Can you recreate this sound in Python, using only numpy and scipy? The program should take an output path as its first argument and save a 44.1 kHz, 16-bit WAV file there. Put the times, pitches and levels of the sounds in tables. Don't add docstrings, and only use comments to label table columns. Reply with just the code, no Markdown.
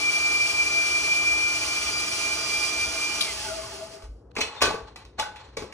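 import sys
import numpy as np
from scipy import signal
from scipy.fft import rfft, irfft, next_fast_len
from scipy.io import wavfile
from scipy.ndimage import map_coordinates

SR = 44100
rng = np.random.default_rng(int(sys.argv[2]) if len(sys.argv) > 2 else 0)


def waveform_to_disk(signal):
    frames = np.transpose(np.atleast_2d(signal))
    scaled = np.clip(frames, -1, 1) * 32767
    samples = np.round(scaled).astype(np.int16)
    wavfile.write(sys.argv[1], SR, samples)


def rack_gain(trim_db):
    fader = np.asarray(trim_db, float)
    return 10 ** (fader / 20)


N = 252693
TIME = np.arange(N) / SR
HALF = np.array([[.5], [-.5]])

TEETH, FULL_HZ = 20, 2376
START_SAG_HZ, SETTLE_S = 12, .7
OFF_S, STALL_S = 3.222, 4.055


def unit(x):
    return x / np.sqrt(np.mean(x ** 2) + 1e-20)


def along(points, hz):
    f, v = np.transpose(points)
    return np.interp(np.log(hz + 1), np.log(f + 1), v)


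def curves(rows):
    s, *cols = np.transpose(rows)
    return [np.interp(TIME, s, c) for c in cols]


def wobble(rate):
    knots = rng.standard_normal(int(N * rate / SR) + 4)
    return map_coordinates(knots, [TIME * rate])


def filtered(x, response):
    m = next_fast_len(N + SR // 2)
    return irfft(rfft(x, m) * response(np.fft.rfftfreq(m, 1 / SR)), m)[..., :N]


def noise(gain):
    return unit(filtered(rng.standard_normal((2, N)), gain))


def coloured(points):
    return noise(lambda hz: rack_gain(along(points, hz)))


def resonance(modes, hz):
    peaks = sum(rack_gain(2 * db) / (1 + (2 * (hz - c) / w) ** 2) for c, w, db in modes)
    return np.sqrt(1 + peaks)


def speed_db():
    coast_s, friction_hz = .85, 1000
    coasting = np.exp(-np.clip(TIME - OFF_S, 0, None) / coast_s)
    left = (FULL_HZ + friction_hz) * coasting - friction_hz
    return 20 * np.log10(np.clip(left / FULL_HZ, 1e-3, 1))


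def stall_db():
    drop_db, fade_db_per_s = 7.5, 94
    late = np.clip(TIME - STALL_S, 0, None)
    return -drop_db * np.clip(late / 0.03, 0, 1) - fade_db_per_s * late


# t/s, level/dB, left-right/dB
WHINE_PATH = [(0.0, -36.5, 7), (0.03, -27, -0.5), (1.47, -27, 2), (1.68, -34, -2), (1.74, -32, 1),
              (2.12, -32, -2), (2.16, -42.5, 20), (2.19, -37, -2), (2.26, -30.5, -4), (2.41, -39.5, -5.5),
              (2.48, -41.5, -15), (2.54, -28, 0), (2.69, -37, -10.5), (2.84, -28.5, 2), (2.92, -43.5, -10),
              (3.04, -30, 0.5), (3.17, -39, -8), (3.22, -35.5, -6.5)]
# t/s, level/dB, speed change/%
DOUGH_LURCHES = [(.004, -2, -1.4), (.06, 1, 0.18), (.098, 2.5, -1.1), (0.118, -12, -0.37),
                 (.165, 3.5, 0.0013), (.191, -4, -0.27), (.224, -3, .1), (.262, 2.5, -0.27),
                 (.305, -1.5, 0.24), (.331, -1.5, 0.023), (.356, 2.5, 0.042), (.387, -4, 0.13),
                 (.412, 3, -0.16), (.437, -0.5, 0), (0.484, -8, 0.17), (.502, 2.5, 0.26),
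                 (0.529, -12.5, 1.32), (.57, -4.5, -0.01), (.605, 3.5, -0.035), (0.649, -7, -1.47),
                 (.675, 3.5, 0.04), (0.693, -8.5, 1.02), (.725, -3.5, 0.2), (.78, 2.5, -0.11),
                 (.85, -1.5, 0.12), (.9, -4, -0.45), (.958, 3.5, 0.057), (1.0, -4, 0.0051),
                 (1.029, -7, 1.39), (1.125, 4, -0.021), (1.145, -5, 0.067), (1.24, -3, -0.041),
                 (1.28, 4, 0.1), (1.32, 3, -0.044), (1.47, 1.5, 0), (1.495, -3, .1), (1.545, -2, -0.14),
                 (1.599, -9.5, -0.61), (1.66, -16, 0.051), (1.72, 3, -0.021), (1.745, -4, 0.024),
                 (1.78, 4, 0.03), (1.8, -7.5, -0.036), (1.85, -14, -0.013), (1.92, -14, 0.47),
                 (2.061, -11, 0.64), (2.101, -10, -0.63), (2.18, -2, 0.14), (2.3, 0, 0.018),
                 (2.326, 6, 0.11), (2.359, -7, -0.14), (2.589, -3, -0.11), (2.64, 4.5, 0),
                 (2.74, 0.5, 0.048), (2.79, 1, 0.05), (2.87, -1, -0.062), (2.98, 3.5, 0.046),
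                 (3.0, -5.5, 0.038), (3.09, -3, 0.39)]
# f/Hz, width/Hz, level/dB
GLIDE_CROSSINGS = [(2180, 170, 5), (1420, 90, 9), (1150, 100, 7)]


def mesh():
    lurch_s = 0.0083
    db, pan_db = curves(WHINE_PATH)
    s, dip_db, percent = np.transpose(DOUGH_LURCHES)[:, :, None]
    near = np.exp(-.5 * ((TIME - s) / lurch_s) ** 2)
    on = np.clip((OFF_S - TIME) / .03 + 1, 0, 1)
    speed = rack_gain(speed_db()) + np.sum(near * percent, axis=0) / 100
    hz = FULL_HZ * speed - START_SAG_HZ * np.exp(-TIME / SETTLE_S)
    rocking = 4 * wobble(30) * on
    step_in_s, step_s = 2.24, 0.33
    lead = np.interp(TIME, [step_in_s, step_in_s + step_s], [1.89, 1.1])
    crossing = sum(lift_db / (1 + ((hz - c) / w) ** 4) for c, w, lift_db in GLIDE_CROSSINGS)
    glide_db = -52 + speed_db() + crossing
    powered_db = db + np.sum(near * dip_db, axis=0)
    return hz + rocking, on * powered_db + (1 - on) * glide_db, on * pan_db, lead


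# t/s, level/dB
MESH_OVERTONE = [(0, -50), (.35, -39), (1.2, -48), (1.8, -45), (1.95, -35.5), (2.2, -40), (2.5, -35),
                 (2.72, -41.5), (2.8, -37), (3.2, -43)]
# multiple of tooth pitch, level/dB
GLIDE_PARTIALS = [(1.5, -52), (2, -50)]
# shaft order, level/dB
SHAFT_ORDERS = [(2.575, -54), (3.03, -56), (3.54, -61.5), (4, -58.5), (9, -53), (10.16, -51), (10.37, -51),
                (12, -50.5), (13, -57.5), (18, -68.5), (24, -74), (25.16, -49), (27.7, -72), (29, -53),
                (36, -50.5), (42, -46), (46, -49), (47, -56), (48.1, -50), (50.1, -43.5), (51.1, -46.5),
                (56, -52.5), (60, -49)]


def gear():
    hz, db, pan_db, lead = mesh()
    off = np.clip(TIME - OFF_S, 0, None)
    loose = np.clip(off / .05, 0, 1)
    turns = 2 * np.pi * np.cumsum(hz + 3 * wobble(25.1)) / SR
    steady_hz = FULL_HZ - START_SAG_HZ * np.exp(-TIME / SETTLE_S) + 3 * wobble(4)
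    steady = 2 * np.pi * np.cumsum(steady_hz) / SR
    wheel_hz, high_point_s, runout_db = 19.8, 2.038, 2
    runout = runout_db * np.cos(2 * np.pi * wheel_hz * (TIME - high_point_s) + .5 * wobble(3))

    chatter = 1.6 * loose * wobble(80)
    flutter_db = (.7 + 2.5 * loose) * wobble(45) + loose * runout
    flutter_db = flutter_db + np.array([wobble(22), wobble(22)])
    tone = rack_gain(db + 6.5 + HALF * pan_db + flutter_db) * np.sin(turns + chatter + HALF * lead)
    wall_level = rack_gain(-37 - 80 * off + 3 * wobble(25)) * (off > 0)
    lingering = wall_level * np.sin(2 * np.pi * 2372 * TIME + HALF * 1.2)

    def slip(k):
        return np.array([[0], [k]]) + (.4 + .018 * k) * wobble(20 + 1.5 * k)

    def beads():
        return 2.5 * wobble(22) + wobble(3)

    orders = 0
    for k, level in SHAFT_ORDERS:
        order_db = level + 3.0 + runout * np.clip(k / 40, .6, 1) + beads()
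        orders = orders + rack_gain(order_db) * np.sin(k * steady / TEETH + slip(k))
    overtone_db = curves(MESH_OVERTONE)[0] + 1.6 * runout + 3.5 * wobble(12)
    orders = orders + rack_gain(overtone_db) * np.sin(2.005 * steady + [[0], [1]] + .7 * wobble(40))
    rattling = loose * sum(rack_gain(level + speed_db() + beads()) * np.sin(k * (turns + chatter))
                           for k, level in GLIDE_PARTIALS)
    return tone + lingering + rattling, orders * rack_gain(-250 * off)


# f/Hz, level/dB per Hz
BRUSH_HISS = [(1200, -63), (2000, -20.5), (2700, -12), (3700, -18), (4700, -10.5), (5900, -15.5),
              (8000, -19), (10000, -19), (12500, -23), (15200, -25.5), (17000, -28.5)]
# f/Hz, level/dB per Hz
BEARING_GROWL = [(90, -77), (150, -20), (200, -20), (300, -15.5), (650, -23.5), (1200, -12.5),
                 (1700, -17.5), (2300, -17.5), (3500, -49)]
# f/Hz, width/Hz, level/dB over the noise
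HOUSING_MODES = [(411.7, 13, 10), (436, 13, 9), (658.4, 29, 20), (851, 30.6, 14), (1197, 70, 4.5),
                 (3290, 28, 5), (5460, 190, -2), (5960, 43, 4.5)]


def motor():
    still = 0.096
    air = np.clip(rack_gain(speed_db()) - still, .04, 1) / (1 - still)
    hiss_db = -35.5 + 0.86 * 20 * np.log10(air) + stall_db()
    growl_db = -40.5 + 0.72 * speed_db() + stall_db()

    def housed(colour):
        return noise(lambda hz: rack_gain(along(colour, hz)) * resonance(HOUSING_MODES, hz))

    load = wobble(5.9)
    hiss = rack_gain(hiss_db + 4.5 + .5 * load + 0.93 * wobble(29.48)) * housed(BRUSH_HISS)
    growl = rack_gain(growl_db + 0.5 + 0.24 * load + 0.25 * wobble(26)) * housed(BEARING_GROWL)
    dulled = rack_gain(0.12 * speed_db()) - 1
    upper = filtered(growl, lambda hz: 1 / (1 + (1000 / (hz + 1)) ** 4))
    return hiss + growl + dulled * upper


# f/Hz, width/Hz, level/dB, rubbed level/dB under it
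SINGING_MODES = [(393, 26, -49, -12), (650, 47, -36.5, -15), (850, 51, -42, -32), (1450, 190, -47, -24)]
# shaft order, level/dB
SWEEPING_ORDERS = [(5.3, 0), (9.5, 2), (11, 3.5), (20, 2), (30, -8)]


def humming():
    shaft_hz = FULL_HZ * rack_gain(speed_db()) / TEETH
    free = np.clip((TIME - OFF_S) / 0.23, 0, 1) * rack_gain(2 * stall_db())
    hum = 0
    for c, w, db, rub_db in SINGING_MODES:
        swept = sum(rack_gain(level) / (1 + (2 * (k * shaft_hz - c) / w) ** 2) for k, level in SWEEPING_ORDERS)
        phase = 2 * np.pi * c * TIME + np.array([wobble(30), wobble(30)])
        sing = rack_gain(1.3 * wobble(28)) * np.sin(phase)
        hum = hum + rack_gain(db + 2.0) * (swept + rack_gain(rub_db)) * sing
    return free * hum


# f/Hz, t60/s
KITCHEN_T60 = [(150, 0.27), (1000, 0.42), (4000, 0.28), (10000, 0.27), (16000, 0.18)]


def kitchen(x):
    hz, t, z = signal.stft(rng.standard_normal((2, SR * 2 // 3)), SR, nperseg=256)
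    decay = rack_gain(-60 * t / along(KITCHEN_T60, hz)[:, None])
    tail = signal.istft(z * decay, SR, nperseg=256)[1]
    late = np.pad(x, (150, 0))[None]
    return signal.fftconvolve(late, tail / np.linalg.norm(tail[0]), axes=1)[:, :N]


# t/s, level/dB, decay/s
LEVER_SNAPS = [
    (3.2089, -15, 0.0039),
    (3.2115, -21.5, 0.0091),
    (3.2147, -27, 0.0053),
    (3.223, -25.5, 0.0043),
    (3.248, -27, 0.0067),
]
# f/Hz, level/dB per Hz
SNAP_COLOUR = [(1200, -43.5), (2500, -5.5), (3300, 5.5), (3900, 3.5), (4600, 7.5), (5500, -5), (7500, -23),
               (10000, -4), (13000, -13)]


def switch():
    s, db, decay = np.transpose(LEVER_SNAPS)[:, :, None]
    late = np.clip(TIME - s, 0, None)
    bursts = np.sum(rack_gain(db) * (late > 0) * np.exp(-late / decay), axis=0)
    snap = bursts * rack_gain(1.5 * wobble(1300)) * coloured(SNAP_COLOUR)[0]
    return snap * [[1], [.6]] + rack_gain(-11) * kitchen(snap)


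# f/Hz, level/dB, t60/s
BOWL_MODES = [(287, -7, 0.08), (435.7, 1, 0.12), (459, -1, 0.1), (520, -3.5, 0.058), (652.6, 0, 0.08),
              (850, 5, 0.06), (1003, 0, .12), (1070, 0, 0.14), (1122, 20, 0.028), (1176, -2, .1),
              (1240, -1, 0.056), (1500, 15, 0.057), (1890, -35, 0.06), (2000, -7, 0.051),
              (2320, 1.5, 0.065), (2480, 8, 0.047)]
# f/Hz, level/dB, t60/s
STAND_MODES = [(2996, 7, 0.055), (2980, 6.5, 0.089), (3450, 16.5, 0.037), (3920, 6.5, 0.074),
               (2590, 15, 0.051), (4190, 5, 0.15), (4740, -2, 0.088), (5220, 6, 0.06), (5830, 8, .05),
               (6050, 13, .07), (6600, 10, 0.06), (7330, 0, .05), (7840, 7, .1)]
# f/Hz, level/dB per Hz
CRACK_COLOUR = [(70, -50), (150, -42), (300, -27), (680, -13), (1100, -13.5), (1500, -21), (2600, -11.5),
                (3200, -16.5), (4300, -11), (9000, -25.5), (16000, -27)]


def contacts(events):
    out, t = np.zeros(N + SR), np.arange(SR // 4) / SR
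    hz, level, t60 = np.transpose(list(BOWL_MODES) + list(STAND_MODES))[:, :, None]
    held = np.clip(t60, .03, .13)
    modes = rack_gain(level - 60 * t / held) * np.sin(2 * np.pi * hz * t)
    crack = coloured(CRACK_COLOUR)[0]
    for s, db, rattle_s, crack_db, most_hz, spread_oct in events:
        start = round(s * SR)
        shape = np.exp(-t / np.clip(rattle_s, .002, .016)) * (1 - np.exp(-t / .0015))
        excited = (1 + (np.log2(hz / most_hz) / spread_oct) ** 2) ** 1.8
        body = np.sum(modes / excited, axis=0)
        ring = signal.fftconvolve(shape ** 2 * rng.standard_normal(len(t)), body)[:len(t)]
        cracking = .5 * rack_gain(crack_db) * shape * np.resize(crack[start:], len(t))
        out[start:start + len(t)] += rack_gain(db) * (ring / np.abs(ring).max() + cracking)
    return out[:N]


# t/s, level/dB, most excited f/Hz, crack level/dB
POINT_KNOCKS = [(4.364, -20.5, 2350, -0.5), (4.366, -40, 6050, 2), (4.404, -26, 6050, -4),
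                (4.408, -33, 7840, -2), (4.41, -24, 3050, -2), (4.411, -18, 2600, 3),
                (4.385, -39, 7840, -1), (4.407, -24, 4140, 1.5), (4.405, -24, 3400, 3),
                (4.44, -42, 4050, -6), (4.62, -27, 6050, 0), (4.618, -19, 2590, 0), (4.631, -19, 2600, 0),
                (4.617, -23, 4200, 0), (4.622, -10.5, 1090, 2.5), (4.631, -20, 4200, -3),
                (4.655, -22, 1500, 6), (4.636, -23, 1500, 3), (4.707, -28, 850, 4), (4.64, -22.5, 2590, -8),
                (4.69, -25, 1100, -5), (4.959, -36, 2000, 13), (4.962, -41, 2480, 5), (5.189, -21, 850, 0),
                (5.198, -26, 850, -5), (5.2, -30, 1245, -5), (5.191, -36.5, 5830, 14),
                (5.196, -21, 3450, 14), (5.222, -27, 1500, -3), (5.235, -37, 850, -1),
                (5.315, -41, 850, -5), (5.35, -45, 850, -7), (5.358, -36, 2000, 3), (5.364, -41, 3450, 0),
                (5.724, -38, 2240, 10)]
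# t/s, level/dB, most excited f/Hz, crack level/dB
FLAT_KNOCKS = [(4.022, -43, 1050, 11.5), (4.313, -68, 3000, -5), (4.353, -38, 1110, 13),
               (4.368, -26.5, 520, 4), (4.383, -20, 520, 2), (4.402, -34, 600, 6), (4.406, -24.5, 3580, 8),
               (4.412, -25, 3200, 8.5), (4.606, -22, 2470, -6), (4.616, -13.5, 1300, 9),
               (4.619, -19, 480, -8), (4.622, -16.5, 2510, 11.5), (4.635, -20.5, 1000, -10),
               (4.636, -19, 417, -3), (4.654, -22.5, 500, -1), (4.676, -20, 440, -12),
               (4.704, -20.5, 666, -11), (4.74, -24, 440, -5), (4.777, -34, 1120, -3),
               (4.837, -62, 2500, -7), (5.05, -51.5, 1900, 21), (5.178, -52, 1198, 2),
               (5.568, -33, 5200, 12), (5.570, -24, 520, 8), (5.587, -27, 500, -8), (5.601, -36.5, 520, 10),
               (5.621, -28, 493, 0), (5.64, -35, 480, -5), (5.655, -44, 475, -8), (5.675, -45, 550, -5)]


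def bowl():
    events = []
    for rows, spread_oct in ((POINT_KNOCKS, .17), (FLAT_KNOCKS, .7)):
        for s, db, hz, crack_db in rows:
            rattle_s = 0.0067 * rack_gain(-0.4 * crack_db)
            events.append((s, db, rattle_s, crack_db, hz, spread_oct))
    events.sort()
    knocks = [contacts(events[k::3]) for k in range(3)]
    return sum(rack_gain(-0.5) * knock * [[1], [.1]] + rack_gain(-4) * kitchen(knock) for knock in knocks)


# peak t/s, level/dB, rise/s and fall/s of the slopes
FOOT_SHOVES = [
    (4.318, -52.5, 0.034, 0),
    (4.374, -38, 0.071, 1.17),
    (4.55, -43, 0.081, 0.56),
    (4.66, -36.5, 0.077, 0.62),
    (5.0, -54, 0.092, 0.43),
    (5.187, -35, 0.022, 0.29),
    (5.4, -49, 0.63, 0.84),
    (5.72, -54.5, 0.4, 3.5),
]
# f/Hz, level/dB per Hz
RUB_COLOUR = [(180, -42.5), (300, -32), (460, -3.5), (630, -8.5), (1030, -4), (1700, -10.5), (4200, -13.5),
              (10000, -34), (16000, -52)]
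# f/Hz, width/Hz, level/dB
SCRAPED_MODES = [(850, 73, 7), (1080, 120, 0), (2650, 170, -8), (4200, 200, 7.5), (6050, 150, 4),
                 (7740, 150, 4)]
# t/s, f/Hz, level/dB
FOOT_SQUEAK = [(4.55, 3618, -79), (4.56, 3618, -54), (4.576, 3620, -41), (4.604, 3618, -41),
               (4.615, 3620, -82)]
# t/s, f/Hz, level/dB
FOOT_CREAK = [(5.375, 7350, -91), (5.39, 7200, -69), (5.41, 7350, -68), (5.425, 7330, -74.5),
              (5.44, 7400, -66), (5.465, 7320, -64), (5.48, 7200, -92)]


def drag():
    shoves = sum(rack_gain(db - 64.0 * np.maximum((s - TIME) / rise, (TIME - s) / fall))
                 for s, db, rise, fall in FOOT_SHOVES)
    rub = noise(lambda hz: rack_gain(along(RUB_COLOUR, hz)) * resonance(SCRAPED_MODES, hz))
    scrape = shoves * (TIME > STALL_S) * rack_gain(2.8 * wobble(60)) * rub
    for rows in (FOOT_SQUEAK, FOOT_CREAK):
        hz, db = curves(rows)
        scrape = scrape + rack_gain(db + wobble(60)) * (db > -79) * np.sin(2 * np.pi * np.cumsum(hz) / SR)
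    return scrape


# t/s, peak level/dB, f/Hz
WORKTOP_THUDS = [(2.868, -41, 72.4), (4.034, -35, 49.7), (4.086, -30.5, 51.5), (4.395, -47, 79),
                 (4.618, -35, 74.5), (4.819, -39, 54), (5.04, -42.5, 55.3), (5.2, -45, 77),
                 (5.48, -45.5, 61.4), (5.599, -44.5, 70), (5.679, -49, 66.6)]
# f/Hz, level/dB per Hz
RUMBLE_COLOUR = [(15, -65.5), (32, -47), (57, -6.5), (90, -14.5), (125, -14.5), (160, -24.5), (200, -22.5),
                 (440, -21), (700, -30.5), (1500, -44.5), (4000, -90)]


def worktop():
    s, db, hz = np.transpose(WORKTOP_THUDS)[:, :, None]
    late = np.clip(TIME - s, 0, None)
    swell = rack_gain(db + 3.0 - 60 * late / 0.31) * (1 - np.exp(-late / 0.0083))
    thuds = np.sum(swell * np.sin(2 * np.pi * hz * late), axis=0)
    shaken_db = 4 * rack_gain(speed_db())
    rumble = rack_gain(-54.5 + shaken_db + 1.0 + 1.7 * wobble(5.9)) * coloured(RUMBLE_COLOUR)
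    return thuds * [[1], [0]] + rumble


# f/Hz, correlation
PORT_LIKENESS = [(300, .97), (800, .62), (1300, .7), (1800, .95), (2300, .75), (3000, .25), (3800, .1),
                 (5000, .6), (6000, .8), (7800, .6), (11000, .72), (16000, .8)]
# f/Hz, phase/rad
PORT_LEAD = [(300, -.3), (750, -1), (1200, -.1), (2000, .2), (2300, 1.6), (4300, 3.1), (5000, 3.4),
             (5500, 6.7), (10000, 8.5), (11000, 9.3), (16000, 9.5)]
# f/Hz, left-right/dB
PORT_TILT = [(60, 6), (110, 3.5), (190, 5.5), (340, 5.5), (610, 5), (1080, 2), (1930, -1.5), (3440, -2),
             (6120, -1.5), (10900, 4)]


def ports(pair):
    def short(hz):
        return hz ** 2 / (hz ** 2 + 200 ** 2)

    def split(hz):
        angle = short(hz) * np.arccos(np.clip(along(PORT_LIKENESS, hz), 0, 1)) / 2
        return np.array([np.cos(angle), np.sin(angle)])

    def differ(hz):
        half = HALF * short(hz)
        return rack_gain(half * along(PORT_TILT, hz)) * np.exp(1j * half * along(PORT_LEAD, hz))

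    shared, apart = filtered(pair, split)
    return filtered([shared + apart, shared - apart], differ)


def scene():
    tone, orders = gear()
    return tone + ports(orders + motor() + humming() + switch() + bowl() + drag() + worktop())


def thinned(x, bands):
    hz, t, z = signal.stft(x, SR, nperseg=1024, noverlap=512, window="cosine")
    level = np.log(np.sum(np.abs(z[hz > 8000]) ** 2, axis=0) + 1e-12)
    usual = np.median(level)
    blow = (np.diff(level, prepend=level[0]) > 2) & (level > usual)
    keep = np.ones(z.shape)
    for low_hz, high_hz, share in bands:
        luck = np.repeat(rng.uniform(size=len(t)), 3)[:len(t)]
        below = keep[np.argmax(hz >= low_hz) - 1]
        hard = blow * (level > usual + 1.1 * (low_hz > 11500))
        keep[(hz >= low_hz) & (hz < high_hz)] = (luck < share) * below + hard > 0
    return signal.istft(z * keep, SR, nperseg=1024, noverlap=512, window="cosine")[1][:N]


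def top_cut(x):
    return signal.sosfilt(signal.butter(12, 15800, fs=SR, output="sos"), x)


# from f/Hz, to f/Hz, share of blocks kept
MID_BANDS = [(2600, 2760, .97), (4330, 4500, .93), (4560, 4680, .94), (4830, 4930, .93), (5080, 5200, .96),
             (7750, 7950, .96), (9200, 9450, .93), (9600, 10300, .93), (10300, 10700, .65),
             (10700, 11050, .8), (11050, 11700, .08), (11700, 16000, 0)]
DIFFERENCE_BANDS = [(1450, 1700, .65), (1700, 1950, .5), (6250, 6450, .85), (15200, 15500, .85),
                    (15500, 15800, .7), (15800, 22050, 0)]


def record(dry):
    mid = thinned((dry[0] + dry[1]) / 2, MID_BANDS)
    side = thinned((dry[0] - dry[1]) / 2, DIFFERENCE_BANDS)
    mid = filtered(mid, lambda hz: hz < 15700)
    return top_cut(np.array([mid + side, mid - side]))


dry = scene()
out = record(dry)
waveform_to_disk(out)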